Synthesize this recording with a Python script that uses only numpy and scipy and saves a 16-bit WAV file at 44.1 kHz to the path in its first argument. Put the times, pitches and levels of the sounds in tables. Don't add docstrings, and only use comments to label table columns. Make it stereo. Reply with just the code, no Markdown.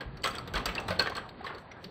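import sys
import numpy as np
from scipy import signal
from scipy.fft import rfft, irfft
from scipy.io import wavfile
from scipy.ndimage import uniform_filter1d

SR = 44100
rng = np.random.default_rng(int(sys.argv[2]) if len(sys.argv) > 2 else 0)


def dump(signal):
    limited = np.clip(np.atleast_2d(signal).T, -1, 1)
    pcm = np.round(limited * 32767).astype(np.int16)
    wavfile.write(sys.argv[1], SR, pcm)


def voltage_ratio(decibels):
    exponent = np.asarray(decibels, float) / 20
    return 10 ** exponent


N = 83790


def unit(x):
    return x / np.sqrt(np.mean(x ** 2))


def peak(x):
    return x / abs(x).max()


def on_log(table, hz):
    table = np.array(table, float)
    return np.interp(np.log(hz + 1), np.log(table[:, 0]), table[:, 1])


def shape(x, gain):
    size = 8192
    cepstrum = irfft(np.log(gain(np.fft.rfftfreq(size, 1 / SR)) + 1e-7))
    cepstrum[1:size // 2] *= 2
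    cepstrum[size // 2 + 1:] = 0
    kernel = irfft(np.exp(rfft(cepstrum)))[:size // 2]
    kernel = kernel.reshape((1,) * (x.ndim - 1) + (-1,))
    return signal.fftconvolve(x, kernel, axes=-1)[..., :x.shape[-1]]


def humps(peaks, hz, order=1):
    return np.sqrt(sum(voltage_ratio(2 * db) / (1 + (2 * (hz - f) / w) ** 2) ** order for f, w, db in peaks))


def glass_edge(hz):
    return 1 / (1 + (hz / 5200) ** 24)


def colour(table):
    return lambda hz: voltage_ratio(on_log(table, hz)) * glass_edge(hz)


def burst(length, attack_s, ring_s):
    t = np.arange(length) / SR
    return (1 - np.exp(-t / attack_s)) * voltage_ratio(-60 * t / ring_s)


def sine(hz, length):
    return np.sin(2 * np.pi * hz * np.arange(length) / SR)


def walk(rate):
    k = int(SR / rate)
    steps = np.repeat(rng.standard_normal(N // k + 1), k)
    return 1.3 * uniform_filter1d(uniform_filter1d(steps, k), k)[:N]


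def add(out, x, at_s):
    i = int(at_s * SR)
    out[i:i + len(x)] += x[:N - i]


# (f/Hz, width/Hz, level/dB)
TREBLE = [(5620, 850, -2.5), (6150, 1120, -6), (7510, 750, -5), (8010, 1010, -1), (9344, 620, -7),
          (12600, 460, -12), (12500, 480, -13), (13810, 600, -7.5), (14400, 650, -11.5), (15600, 480, -20),
          (16300, 400, -37)]


def ports(hz):
    return humps(TREBLE, hz, order=3)


# (f/Hz, width/Hz, level/dB)
TRACK = [(473, 49, -12), (1175, 25.5, 0), (1310, 30, -7.5), (1655, 56, -1.5), (1994, 130, -8),
         (2550, 92, -7.5), (3360, 9.1, -18.5)]


def track(hz):
    return humps(TRACK, hz)


# (t/s, level/dB)
ROLL = [(0, -45.5), (.06, -51), (.2, -50.5), (.3, -55), (.37, -49.5), (.45, -48), (.53, -48), (.62, -43),
        (.73, -44.5), (.79, -40), (.87, -43.5), (.96, -42), (1.2, -48), (1.33, -48.5), (1.55, -45),
        (1.7, -51), (1.9, -47.5)]
# (f/Hz, level/dB)
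ROLL_COLOUR = [(150, -6), (400, 1), (1000, -4.5), (2000, -13), (3300, -18), (4500, -11.5), (5200, -24.5)]


def rolling():
    grit_db, treble_db = -12, -30.5
    body = 0
    for hz in 200 * 2 ** np.arange(0, 5.):
        def band(f):
            bell = np.exp(-(np.log2((f + 1) / hz) / 0.71) ** 2)
            return colour(ROLL_COLOUR)(f) * bell * (1 + voltage_ratio(-1.5) * track(f))
        body = body + shape(rng.standard_normal((2, N)), band) * voltage_ratio(2.4 * walk(25.53))
    high = shape(rng.standard_normal((2, N)), ports) * voltage_ratio(6.4 * walk(34))
    load_db = np.interp(np.arange(N) / SR, *np.array(ROLL).T) - 1.5
    return (unit(body) + voltage_ratio(grit_db) * grit() + voltage_ratio(treble_db) * unit(high)) * voltage_ratio(load_db)


def grit():
    per_s, cycles, middle_hz = 200, 14, 1700
    out, length = np.zeros(N), 1024
    for when, pitch, size in rng.random((400, 3)):
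        at_s = when * 400 / per_s
        hz = middle_hz * 2.4 ** (2 * pitch - 1)
        if at_s < N / SR:
            add(out, voltage_ratio(-14 * size) * sine(hz, length) * burst(length, 0.00044, cycles / hz), at_s)
    return unit(out) * np.array([[1], [.5]])


# (t/s, level/dB)
TABLE = [
    (0, -49.5),
    (.8, -44.5),
    (1.15, -47),
    (1.25, -52.5),
    (1.9, -55.5),
]


def table_top():
    hum = shape(rng.standard_normal((2, N)), lambda f: f ** 2 / (f ** 2 + 30 ** 2) / (1 + (f / 220) ** 3))
    level_db = np.interp(np.arange(N) / SR, *np.array(TABLE).T) + 1.65 * walk(20.26)
    return unit(hum) * voltage_ratio(level_db) * voltage_ratio([[0], [-14]])


# (t/s, peak level/dB, treble share level/dB, glass pitch f/Hz, clear ping share level/dB)
TICKS = [(0.0064, -35.5, -13.5, 4330, -3.5), (0.1707, -41, -9.5, 4440, -2), (0.22, -42, -7, 4570, 5),
         (0.234, -30, -7, 3030, -5), (0.239, -20, -7, 4570, -6), (0.2483, -26, -8, 3340, -6),
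         (0.2582, -21.5, -7, 3250, -3), (0.273, -26.5, -5, 3300, -10.5), (0.3093, -36, -9, 4600, 2.5),
         (0.3511, -30.5, -4, 3340, -1.5), (0.383, -27, -10.5, 4550, 1), (0.4749, -34.5, -9.5, 4100, -14.5),
         (0.537, -30, -5.5, 4540, -13), (0.5533, -25.5, -7, 4380, -5), (0.557, -26.5, -18, 3340, 0),
         (0.577, -27.5, -8.5, 4240, -5), (0.596, -34.5, -9.5, 3390, -9), (0.6561, -18, -6.5, 4624, -4.5),
         (0.6895, -30, -16.5, 2840, -5.5), (0.7505, -25, -10, 4660, -6), (0.7995, -37, -1, 3330, -9.5),
         (0.8817, -27.5, -7, 3910, -9.5), (0.9047, -27, -11.5, 4400, -8.5), (0.926, -33, -20, 4400, -9),
         (0.9898, -27.5, -5, 4270, -4.5), (0.9943, -9.5, -20, 4334, 3.5), (1.003, -21, -14, 2595, -1.5),
         (1.0216, -26, -9, 4550, -3), (1.0701, -37, -4.5, 4000, -5), (1.0965, -35, -5, 4550, -6),
         (1.1507, -29.5, -12.5, 4330, 0), (1.2897, -38.5, -12.5, 4300, -13), (1.442, -39, -16, 4500, -2),
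         (1.4636, -33, -15, 4060, -1), (1.5471, -40.5, -11.5, 4475, -6), (1.841, -32.5, -12.5, 4553, -5.5)]
# (t/s, peak level/dB, treble share level/dB, glass pitch f/Hz, ping share
# level/dB)
MORE_TICKS = [
    (1.716, -45, -27, 5800, 4),
    (0.961, -38, -42, 3100, -3),
    (1.7145, -38, -23, 2100, -3.5),
    (1.166, -30, -4.5, 4300, -1),
    (0.78, -20.5, -39, 2680, 2),
    (0.36, -37, -14, 5600, -13),
    (1.1, -43, -20, 4400, -10),
    (1.582, -40, -13, 4300, -6),
]


def ticks():
    attack_s, chatter_ring_s, glass_width_hz = 0.00048, 0.036, 500
    ping_rise_s, ping_ring_s = 0.0015, 0.029
    treble_ring_s, treble_vary_db = 0.019, 4
    sizzle_db, sizzle_ring_s = -19.5, 0.24
    out, size = np.zeros(N), 8192
    treble_fall = burst(size, attack_s, treble_ring_s) + voltage_ratio(sizzle_db) * burst(size, 0.0029, sizzle_ring_s)
    draws = rng.standard_normal((60, 3, size))
    for (s, db, treble_db, hz, ping_db), noise in zip(TICKS + MORE_TICKS, draws):
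        glass = [(hz, glass_width_hz, 0), (3600, 1500, -5)]
        chatter = shape(noise[0] * burst(size, attack_s, chatter_ring_s),
                        lambda f: humps(glass, f) * glass_edge(f))
        ping = sine(hz, size) * burst(size, ping_rise_s, ping_ring_s)
        low = peak(chatter) + voltage_ratio(ping_db) * peak(ping)
        peaks = [(f, w, top_db + treble_vary_db * z) for (f, w, top_db), z in zip(TREBLE, noise[2])]
        high = shape(noise[1] * treble_fall, lambda f: humps(peaks, f, order=3))
        add(out, voltage_ratio(db) * (peak(low) + voltage_ratio(treble_db) * peak(high)), s)
    return out


# (t/s, peak level/dB, tube pitch f/Hz, rattle share level/dB)
KNOCKS = [(0.007, -32, 1635, 1), (0.2417, -20, 2046, 2), (0.2485, -22.5, 1111, -1), (0.259, -23, 1334, 0.5),
          (0.274, -22.5, 1310, -8.5), (0.345, -32.5, 1375, 1.5), (0.381, -26.5, 1310, -2),
          (0.478, -32, 476, 0), (0.541, -27.5, 1523, 1), (0.557, -28.5, 1680, 8), (0.579, -26, 1045, 0.5),
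          (0.657, -25.5, 1290, 4.5), (0.688, -27.5, 2243, 4), (0.754, -30.5, 1870, 3.5),
          (0.883, -24.5, 1318, 7), (0.906, -31, 1905, 3.5), (0.919, -25.5, 535, -3),
          (0.995, -12.5, 1560, -3.5), (1.021, -26, 1572, -0.5), (0.332, -36, 3230, 5),
          (0.312, -39.5, 3300, 1.5), (1.154, -31, 1146, -0.5), (1.171, -26.5, 1585, -2),
          (0.565, -30, 2020, 3.5), (0.668, -29.5, 2590, 3), (1.445, -24.5, 1090, -4.5),
          (1.466, -28.5, 1784, 1.5), (1.493, -29.5, 1427, -12), (1.712, -45.5, 980, 6.5),
          (1.765, -40.5, 1590, -6), (1.468, -34, 2063, 1), (0.02, -35, 467, -9), (0.598, -29.5, 1072, -4.5),
          (0.289, -33.5, 1230, -7), (1.007, -24, 1100, -5), (0.991, -33.5, 813, -1.5)]
# (t/s, peak level/dB, tube pitch f/Hz, rattle share level/dB)
DRY_KNOCKS = [(1.071, -21.5, 1800, -0.5), (1.0715, -25.5, 700, -2.5), (1.06, -23, 1560, 0),
              (1.1005, -26.5, 730, -8), (1.12, -28, 1050, -0.5), (1.178, -26.5, 1160, -3.5),
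              (1.259, -36.5, 1080, -8), (1.5, -27.5, 1080, -4.5), (1.4085, -28.5, 770, -5.5),
              (0.908, -21.5, 642, -5.5), (0.79, -28, 800, 3), (0.541, -29, 1500, 2),
              (0.99, -25.5, 520, -3.5)]
# (f/Hz, level/dB)
RATTLE_COLOUR = [(150, -9.5), (500, -1.5), (1300, -5), (2700, -9), (3300, -7), (5200, -13.5)]


def knocks():
    tube_width_hz, tube_db = 71, -6.5
    bounces_per_s, scatter_db = 3000, 2.5
    rattle_ring_s, dry_ring_s = 0.12, 0.042
    treble_db, dry_dull_db, track_ring_db = -25, -4, 5.5
    place_spread_s = .00005
    out, size = np.zeros((2, N)), 8192
    noises, lucks = rng.standard_normal((50, size)), rng.random((50, 2, size))
    rings_s = [rattle_ring_s] * len(KNOCKS) + [dry_ring_s] * len(DRY_KNOCKS)
    for (s, db, hz, rattle_db), ring_s, noise, luck in zip(KNOCKS + DRY_KNOCKS, rings_s, noises, lucks):
        tube = burst(size, 0.00043, min(ring_s, 4.13 / tube_width_hz)) * sine(hz, size)
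        strength = voltage_ratio(-scatter_db * np.log(luck[1])) * np.sign(noise)
        bounces = (luck[0] < bounces_per_s / SR) * strength * burst(size, 0.0014, ring_s)

        def plastic(f):
            local = humps([(hz, 0.52 * hz, 6), (3200, 700, 3)], f)
            return colour(RATTLE_COLOUR)(f) * (1 + voltage_ratio(track_ring_db) * track(f) + local)
        body, high = shape(bounces, plastic), shape(bounces, ports)
        high_db = treble_db + dry_dull_db * (ring_s < rattle_ring_s)
        rattle = peak(body) + voltage_ratio(high_db) * peak(high)
        knock = voltage_ratio(db) * (voltage_ratio(tube_db) * peak(tube) + voltage_ratio(rattle_db) * rattle)
        add(out[0], knock, s + place_spread_s * noise[0])
        add(out[1], knock, s)
    return out


# (t/s, peak level/dB, table mode f/Hz)
THUMPS = [(0.071, -40.5, 130.4), (0.121, -41, 160), (0.599, -42, 120), (1.85, -40.5, 183), (0.056, -34, 52),
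          (0.42, -36, 118), (0.546, -28, 47), (0.669, -33, 48), (0.679, -34.5, 180.2), (.885, -31, 95),
          (0.896, -33, 179.8), (.97, -36, 90)]


def thumps():
    rise_s, ring_s = 0.016, 0.16
    out, length = np.zeros(N), SR // 4
    for s, db, hz in THUMPS:
        add(out, voltage_ratio(db) * sine(hz, length) * burst(length, rise_s, ring_s) * 2, s)
    return out


def room(x):
    t60_s, level_db, dull_hz = 0.4, -11, 2680
    tail = rng.standard_normal((2, SR // 2)) * burst(SR // 2, 0.0011, t60_s)
    tail = shape(tail, lambda f: f / np.hypot(f, 300) / np.hypot(1, f / dull_hz))
    tail = tail / np.sqrt(np.sum(tail ** 2) / 2)
    return signal.fftconvolve(x[None], tail, axes=1)[:, :N] * voltage_ratio(level_db)


# (f/Hz, level/dB)
LEFT_DB = [(40, 1.7), (120, 2.8), (300, 1.8), (700, 6.7), (1300, 2.3), (2400, 7), (4400, 0.34)]
# (f/Hz, phase/rad)
LEFT_LEAD = [(200, .01), (2000, 1.06), (3300, 1.53), (4400, 1.5), (8000, 1.68)]


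def scene():
    spread_db = -7.5
    glass = ticks()
    hits = glass + knocks() + thumps()
    steady = rolling() * voltage_ratio([[0], [spread_db]]) + table_top()
    shared = hits + steady[0] + room(hits[1] - .5 * glass)
    shared = shared + steady[1] * np.array([[1], [-1]])
    hz = np.fft.rfftfreq(2 * N, 1 / SR)
    half = voltage_ratio(on_log(LEFT_DB, hz) / 2) * np.exp(.5j * on_log(LEFT_LEAD, hz))
    return irfft(rfft(shared, 2 * N) * np.array([half, 1 / half]))[:, :N]


def gate(x):
    from_hz, base_db, jitter_db = 4100, -104.5, 0.5
    follows = 0.18
    low_extra_db, low_top_hz = 8, 7300
    width = 8
    hz, _, z = signal.stft(x, SR, nperseg=1024)
    band_hz = hz[:512:width, None]
    bands = z[:, :512].reshape(2, -1, width, z.shape[2])
    level_db = 10 * np.log10(np.mean(abs(bands) ** 2, axis=(0, 2)) + 1e-20)
    loud_db = level_db[:width].mean(axis=0)
    limit_db = base_db + follows * (loud_db - loud_db.mean()) + low_extra_db * (band_hz < low_top_hz)
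    limit_db = limit_db + jitter_db * 2 * uniform_filter1d(rng.standard_normal(level_db.shape), size=3)
    shut = (band_hz > from_hz) / (1 + voltage_ratio(np.clip(4 * (level_db - limit_db), -99, 99)))
    z[:, :512] *= np.repeat(1 - shut, width, axis=0)
    return signal.istft(z, SR, nperseg=1024)[1][:, :N]


def roll_off(x):
    return signal.sosfilt(signal.butter(12, 16650, fs=SR, output="sos"), x)


def record(dry):
    mix = gate(dry)
    return roll_off(mix)


dry = scene()
out = record(dry)
dump(out)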